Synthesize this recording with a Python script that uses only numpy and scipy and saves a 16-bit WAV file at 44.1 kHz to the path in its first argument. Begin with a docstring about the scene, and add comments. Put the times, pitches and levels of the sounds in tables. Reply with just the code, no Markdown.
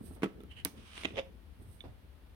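"""A quiet room, where small things are handled on a table close to the right microphone.
Something is put down and the table top rings with the knock. A fingertip rubs and squeaks,
a hard part clicks and a sleeve slides. A plastic object clacks, then judders as it sticks and slips
over the table; a light tick and a soft bump follow. Hits are made of fading tones and short bursts
of noise, rubbing is grainy noise that swells and fades, and a low hum lies under it all."""
import sys
import numpy as np
from scipy import signal
from scipy.fft import rfft, irfft, next_fast_len
from scipy.io import wavfile
from scipy.ndimage import map_coordinates

SR = 44100
rng = np.random.default_rng(int(sys.argv[2]) if len(sys.argv) > 2 else 0)


def wav_out(sig):
    """Save sig, one row per channel (or a flat mono array), as 16-bit PCM at SR to the path in sys.argv[1]."""
    wavfile.write(sys.argv[1], SR, np.round(np.clip(np.atleast_2d(sig).T, -1, 1) * 32767).astype(np.int16))


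N = 103635

# Tone colours: how strong each sound is from bass to treble. Each row: frequency in Hz, level in dB.
BACKGROUND_COLOUR = [(15, -54), (28, -31), (40, -9), (54, -1.5), (80, -2.5), (100, -15), (150, -18.5),
                     (200, -16), (300, -21.5), (550, -27), (1130, -31.5), (3430, -36.5), (6380, -49),
                     (7500, -51.5), (9000, -45), (15000, -46), (16000, -48)]
SHIFT_COLOUR = [(40, -25), (100, -1.5), (160, -9.5), (210, 1.5), (300, -5), (450, -8.5), (700, -24),
                (1500, -34.5), (4000, -63.5)]
BRUSH_COLOUR = [(1000, -17.5), (3000, -10), (4500, -10.5), (6300, -12.5), (7500, -20), (8300, 3.5),
                (10000, -2), (12500, -5.5), (16000, -14.5)]
JOSTLE_COLOUR = [(25, -36), (48, 1.5), (70, 7), (100, 2), (150, -11.5), (250, -24), (600, -42), (2000, -90)]
CONTACT_COLOUR = [(30, -59), (150, 4.5), (400, -13.5), (800, -2.5), (1300, -1), (1600, -4.5), (2200, -1),
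                  (3300, -8), (4500, -18), (7500, -24), (9000, -20), (15000, -34.5)]
BUMP_COLOUR = [(25, -59), (60, -2), (130, 6), (300, -3), (650, -2.5), (1200, -13.5), (2500, -21.5),
               (5000, -30), (12000, -62)]
CLICK_COLOUR = [(40, -60), (300, -30), (900, 2.5), (1700, -29), (3000, 0), (4500, -2.5), (6500, -1),
                (7500, -12), (8400, 5.5), (10500, 3.5), (13000, 2.5), (16000, 1.5)]
SQUEAK_COLOUR = [(400, -13.5), (1400, -22), (1800, -11), (2400, -12.5), (2950, 2), (3200, -2), (3450, -22),
                 (4000, -18), (5000, -29), (7400, -31.5), (9000, -23), (15000, -49)]
SLEEVE_COLOUR = [(300, -3.5), (800, -4.5), (1300, 3), (1800, -1.5), (3000, 5), (4300, -4.5), (6300, -7.5),
                 (7500, -16.5), (8500, -4.5), (10500, -12), (12500, -26.5), (16000, -26)]
PLASTIC_COLOUR = [(30, -51), (150, -17.5), (500, -2.5), (900, -6), (1600, -11.5), (2200, 0.5), (3000, -0.5),
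                  (3700, -5), (4500, -22.5), (6500, -21), (9000, -33), (15000, -54)]
SCRAPE_COLOUR = [(40, -35), (150, -2), (350, -11), (520, 11.5), (750, -5), (1100, -6), (1550, -14.5),
                 (2200, -5), (3550, -2.5), (4100, -27), (4900, -12.5), (6300, -21.5), (7500, -41),
                 (9500, -23.5), (15000, -61)]
ECHO_COLOUR = [(150, -13.5), (500, -12.5), (1500, -14), (3000, -16), (6000, -12.5), (12000, -22.5)]
# The room's hum. Each row: pitch in Hz, level in dB.
HUM_TONES = [(54, -67.5), (74, -66.5)]

# Rubbing strokes. Each row: time of the peak in seconds, seconds to rise by 20 dB,
# seconds to fall by 20 dB, peak level in dB.
SHIFT_STROKES = [(.09, 0.37, .2, -50.5), (.385, 0.13, 0.22, -51), (.77, 0.16, 0.14, -53),
                 (1.12, .15, 0.33, -48.5), (1.61, 0.03, 0.13, -54.5)]
BRUSH_STROKES = [(.062, 0.057, 0.097, -54), (.148, .06, 0.047, -59), (1.625, 0.04, 0.05, -65),
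                 (1.735, 0.16, 0.14, -62.5)]
JOSTLE_STROKES = [(.11, 0.07, .08, -46.5), (.58, 0.3, 0.3, -53), (1.615, 0.058, 0.17, -48),
                  (1.70, 0.11, 0.25, -52), (1.86, 0.061, 0.17, -48.5)]
FINGER_STROKES = [(.514, 0.019, 0.042, -49.5), (.575, 0.023, .02, -48.5), (.587, 0.0091, 0.02, -47.5),
                  (.602, 0.016, 0.018, -46.5), (.613, 0.011, .025, -53.5)]
SLEEVE_STROKES = [(.78, 0.034, 0.15, -58), (.88, 0.14, 0.075, -55.5), (.98, 0.13, 0.18, -47),
                  (1.04, 0.12, 0.04, -49)]
SCRAPE_STROKES = [(1.188, 0.037, 0.03, -33.5)]

# Knocks on the table. Each row: start in seconds, ring level in dB, hard contact level in dB.
KNOCKS = [(.108, -43, -72), (0.2214, -35, -43), (0.2322, -19.5, -30), (.2412, -26, -36), (0.2581, -30, -47),
          (0.4045, -42, -60), (0.4348, -44.5, -63), (.6525, -37.5, -34.5), (0.6591, -37, -47.5),
          (0.67, -49, -48), (1.0493, -30.5, -39), (1.107, -47, -72)]
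# Soft bumps, sharp clicks, light ticks and the plastic's slips. Each row: start in seconds, level in dB.
BUMPS = [(.1120, -52.5), (0.163, -46), (0.749, -53), (1.5990, -57), (1.8397, -41), (1.8510, -46.5)]
CLICKS = [(.2405, -52), (.4050, -65), (.4150, -67.5), (.4360, -60), (.6495, -22.5), (.6595, -48),
          (.6690, -56)]
TICKS = [(.4045, -62), (1.8058, -41)]
SLIPS = [(1.1587, -40.5), (1.17, -36), (1.1762, -33), (1.1815, -29), (1.1885, -29.5), (1.1943, -31.5),
         (1.2015, -39.5), (1.2150, -61)]
# Clacks of the plastic object. Each row: start in seconds, level in dB, left minus right in dB.
CLACKS = [(0.933, -55.5, 0), (0.978, -40.5, 5.5), (1.035, -39.5, 6), (1.0477, -34.5, -7),
          (1.0534, -26.5, -2.5), (1.0855, -48, 5), (1.106, -49, 4)]
# The tones a struck thing rings with. Each row: pitch in Hz, level in dB, seconds to fade by 60 dB.
TABLE_TONES = [(200.4, -3, .11), (278.4, 0.5, 0.058), (318.7, 2, 0.051), (394.5, 0, 0.052),
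               (579, -16.5, 0.061), (797, -17, 0.046), (1157, -24.5, 0.097), (1313, -13.5, 0.068),
               (2284, -23, 0.052)]
TICK_TONES = [(1780, -9, 0.011), (2290, -1.5, 0.013), (2940, -6, .02), (3463, 1.5, 0.027),
              (3580, -2, 0.032), (5930, -21, .01)]
JUDDER_TONES = [(482, 1.5, 0.043), (531, 1.5, 0.05), (597, -7.5, .04), (2050, -11, .02), (2740, -18, .05),
                (2730, -17, 0.044), (3450, -7, 0.037)]

# How long the room echoes. Each row: frequency in Hz, seconds to fade by 60 dB.
ECHO_TIMES = [(150, 0.2), (500, 0.28), (2500, 0.28), (9000, 0.27), (15000, 0.3)]
# How alike noise is at the two microphones. Each row: frequency in Hz, likeness from 0 to 1.
LIKENESS = [(50, 0.81), (250, 0.71), (600, 0.22), (1500, 0.075), (4000, 0.015)]
# Balance of the background and of the handling. Each row: frequency in Hz, left minus right in dB.
BACKGROUND_BALANCE = [(60, 7.0), (300, 5.5), (1000, -0.3), (4000, -1.0), (12000, -1.2)]
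HANDLING_BALANCE = [(60, 0.5), (150, -1), (400, -3.5), (1200, -2), (3900, -5), (5200, -16), (9000, -23),
                    (15000, -15)]  # scaled by depth in microphones()


def amp(db):
    """Turn decibels into a gain to multiply by."""
    return 10 ** (np.asarray(db) / 20)


def unit(x):
    """Scale a signal to an average power of 1."""
    return x / np.sqrt(np.mean(x ** 2) + 1e-20)


def unit_hit(x):
    """Give a hit the energy of 5 ms of sound at power 1."""
    return x / np.sqrt(np.mean(np.sum(x ** 2, axis=-1)) / (SR * .005))


def along(points, hz):
    """Read between a table's rows, on a logarithmic frequency scale."""
    freqs, values = np.transpose(points)
    return np.interp(np.log(hz + 1), np.log(freqs + 1), values)


def filtered(x, response):
    """Multiply each frequency in x by response(hz)."""
    n = x.shape[-1]
    size = next_fast_len(n + SR // 10)
    return irfft(rfft(x, size) * response(np.fft.rfftfreq(size, 1 / SR)), size)[..., :n]


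def coloured(x, colour, size=2048):
    """Give x a tone colour without smearing it earlier in time."""
    cepstrum = irfft(np.log(amp(along(colour, np.fft.rfftfreq(size, 1 / SR)))))
    # Folding the second half onto the first makes the filter ring only after a hit.
    cepstrum[1:size // 2] *= 2
    cepstrum[size // 2 + 1:] = 0
    kernel = irfft(np.exp(rfft(cepstrum)))
    return signal.fftconvolve(x, kernel[None], axes=1)[:, :x.shape[1]]


def stereo_noise(n):
    """White noise at two microphones, alike in the bass."""
    def shares(hz):
        angle = np.arccos(np.clip(along(LIKENESS, hz), -1, 1)) / 2
        return np.array([np.cos(angle), np.sin(angle)])
    mid, side = filtered(rng.standard_normal((2, n)), shares)
    return np.array([mid + side, mid - side])


def wobble(rate):
    """A smooth curve through `rate` random points a second."""
    return map_coordinates(rng.standard_normal(int(N * rate / SR) + 4), [np.arange(N) * rate / SR])


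def add(out, start, x):
    """Mix x into out, beginning at `start` seconds."""
    part = out[:, round(start * SR):][:, :x.shape[-1]]
    part += x[..., :part.shape[1]]


def friction(strokes, colour, grain_db, grain_rate):
    """Rubbing: noise that swells with each stroke, made grainy by a random flutter in level."""
    t = np.arange(N) / SR
    power = sum(amp(db - 20 * np.maximum((peak - t) / rise, (t - peak) / fall)) ** 2
                for peak, rise, fall, db in strokes)
    grains = stereo_noise(N) * amp(grain_db * wobble(grain_rate))
    return np.sqrt(power) * unit(coloured(grains, colour))


def ring(tones, attack_s):
    """A struck thing rings with fading tones, their levels a little different at each hit."""
    t = np.arange(SR // 4) / SR
    ringing = sum(amp(db + rng.normal() - 60 * t / fade_s) * np.sin(2 * np.pi * hz * t)
                  for hz, db, fade_s in tones)
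    return unit_hit(ringing * (1 - np.exp(-t / attack_s)))


def contact(colour, fade_s, noise_db):
    """Two things meet: one spike and a dying burst of noise, coloured by the object."""
    t = np.arange(SR // 4) / SR
    spike = unit_hit(1. * (t == 0))
    burst = unit_hit(stereo_noise(len(t)) * amp(-60 * t / fade_s))
    return unit_hit(coloured(spike + amp(noise_db) * burst, colour))


def background():
    """The room's steady low rumble and faint hiss."""
    def gains(hz):
        balance_db = np.outer([.5, -.5], along(BACKGROUND_BALANCE, hz))
        return amp(along(BACKGROUND_COLOUR, hz) + balance_db)
    return amp(-56) * unit(filtered(stereo_noise(N), gains))


def hum():
    """The room hums with two low wavering tones, stronger on the left."""
    t = np.arange(N) / SR
    tones = sum(amp(db + 0.99 * wobble(6.55)) * unit(np.sin(2 * np.pi * hz * t + 0.54 * wobble(5.65)))
                for hz, db in HUM_TONES)
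    return amp([[2], [-2]]) * tones


def shifting():
    """Things shift about with a low rumble."""
    return friction(SHIFT_STROKES, SHIFT_COLOUR, grain_db=3.5, grain_rate=90)


def brushing():
    """Light brushing makes a fine, high hiss."""
    return friction(BRUSH_STROKES, BRUSH_COLOUR, grain_db=2.5, grain_rate=1200)


def jostling():
    """The table is jostled and gives a deep rumble."""
    return friction(JOSTLE_STROKES, JOSTLE_COLOUR, grain_db=3.0, grain_rate=40)


def table_knocks():
    """Hard contacts ring the table top, which is too small to give off much bass."""
    contacts, thuds = np.zeros((2, N)), np.zeros((2, N))
    for start, ring_db, contact_db in KNOCKS:
        add(thuds, start, amp(ring_db) * ring(TABLE_TONES, attack_s=0.0013))
        add(contacts, start, amp(contact_db) * contact(CONTACT_COLOUR, fade_s=0.053, noise_db=7))
    bass_cut = signal.butter(2, 182, 'highpass', fs=SR, output='sos')  # weakens below 182 Hz
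    return contacts + signal.sosfilt(bass_cut, thuds)


def soft_bumps():
    """Soft bumps thud on the table without ringing it."""
    out = np.zeros((2, N))
    for start, db in BUMPS:
        add(out, start, amp(db) * contact(BUMP_COLOUR, fade_s=0.24, noise_db=11))
    return out


def clicks(noise_db):
    """A hard part snaps with short, bright clicks."""
    out = np.zeros((2, N))
    for start, db in CLICKS:
        add(out, start, amp(db) * contact(CLICK_COLOUR, fade_s=.009, noise_db=noise_db))
    return out


def ticks():
    """A small hard object is touched and rings briefly, softer on the left."""
    out = np.zeros((2, N))
    for start, db in TICKS:
        add(out, start, amp(db) * amp([[-5], [0]]) * ring(TICK_TONES, attack_s=0.0012))
    return out


def finger_squeaks():
    """A fingertip rubs in quick strokes, squeaking near 3000 Hz."""
    return friction(FINGER_STROKES, SQUEAK_COLOUR, grain_db=-1.0, grain_rate=290)


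def sleeve():
    """A sleeve slides with a soft swish."""
    return friction(SLEEVE_STROKES, SLEEVE_COLOUR, grain_db=1.0, grain_rate=200)


def plastic_object():
    """The object clacks as it is gripped, then sticks, slips and scrapes over the table."""
    out = np.zeros((2, N))
    for start, db, balance_db in CLACKS:
        sides = amp([[balance_db / 2], [-balance_db / 2]])
        add(out, start, amp(db) * sides * contact(PLASTIC_COLOUR, fade_s=0.016, noise_db=8.5))
    for start, db in SLIPS:
        ringing = amp(-5.0) * ring(JUDDER_TONES, attack_s=0.00045)
        tap = amp(-7.5) * contact(PLASTIC_COLOUR, fade_s=0.0055, noise_db=20)
        add(out, start, amp(db) * (ringing + tap))
    return out + friction(SCRAPE_STROKES, SCRAPE_COLOUR, grain_db=0.0, grain_rate=500)


def room_echo(x):
    """The small room answers 5 ms later, each frequency dying at its own speed."""
    hz, t, noise = signal.stft(stereo_noise(SR // 2), SR, nperseg=256)
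    fade_s = along(ECHO_TIMES, hz)[:, None]
    fade = amp(-60 * t / fade_s)
    fade *= np.sqrt(2 * np.log(1000) / (fade_s * SR))  # long and short echoes get equal energy
    tail = signal.istft(noise * fade * amp(along(ECHO_COLOUR, hz))[:, None], SR, nperseg=256)[1]
    late_tail = np.pad(tail, ((0, 0), (round(.005 * SR), 0)))
    return signal.fftconvolve(x, late_tail, axes=1)[:, :N]


def microphones(x, depth, lag_s=.00022):
    """The left microphone is farther away, so it hears the handling later and duller."""
    def far_side(hz):
        return amp(depth * along(HANDLING_BALANCE, hz)) * np.exp(-2j * np.pi * hz * lag_s)
    return np.array([filtered(x[0], far_side), x[1]])


def scene():
    """The handling sounds and their echo, over the room's background and hum."""
    handling = table_knocks() + soft_bumps() + ticks() + plastic_object()
    handling += finger_squeaks() + sleeve() + brushing() + shifting() + jostling()
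    direct = handling + clicks(noise_db=-2)
    echo = room_echo(handling + clicks(noise_db=-60))  # only the spike of each click echoes
    return microphones(direct, depth=1.09) + microphones(echo, depth=0.58) + background() + hum()


def record(dry):
    """Cut away the highest treble, above 16200 Hz."""
    return filtered(dry, lambda hz: 1 / np.sqrt(1 + (hz / 16200) ** 160))


dry = scene()
out = record(dry)
wav_out(out)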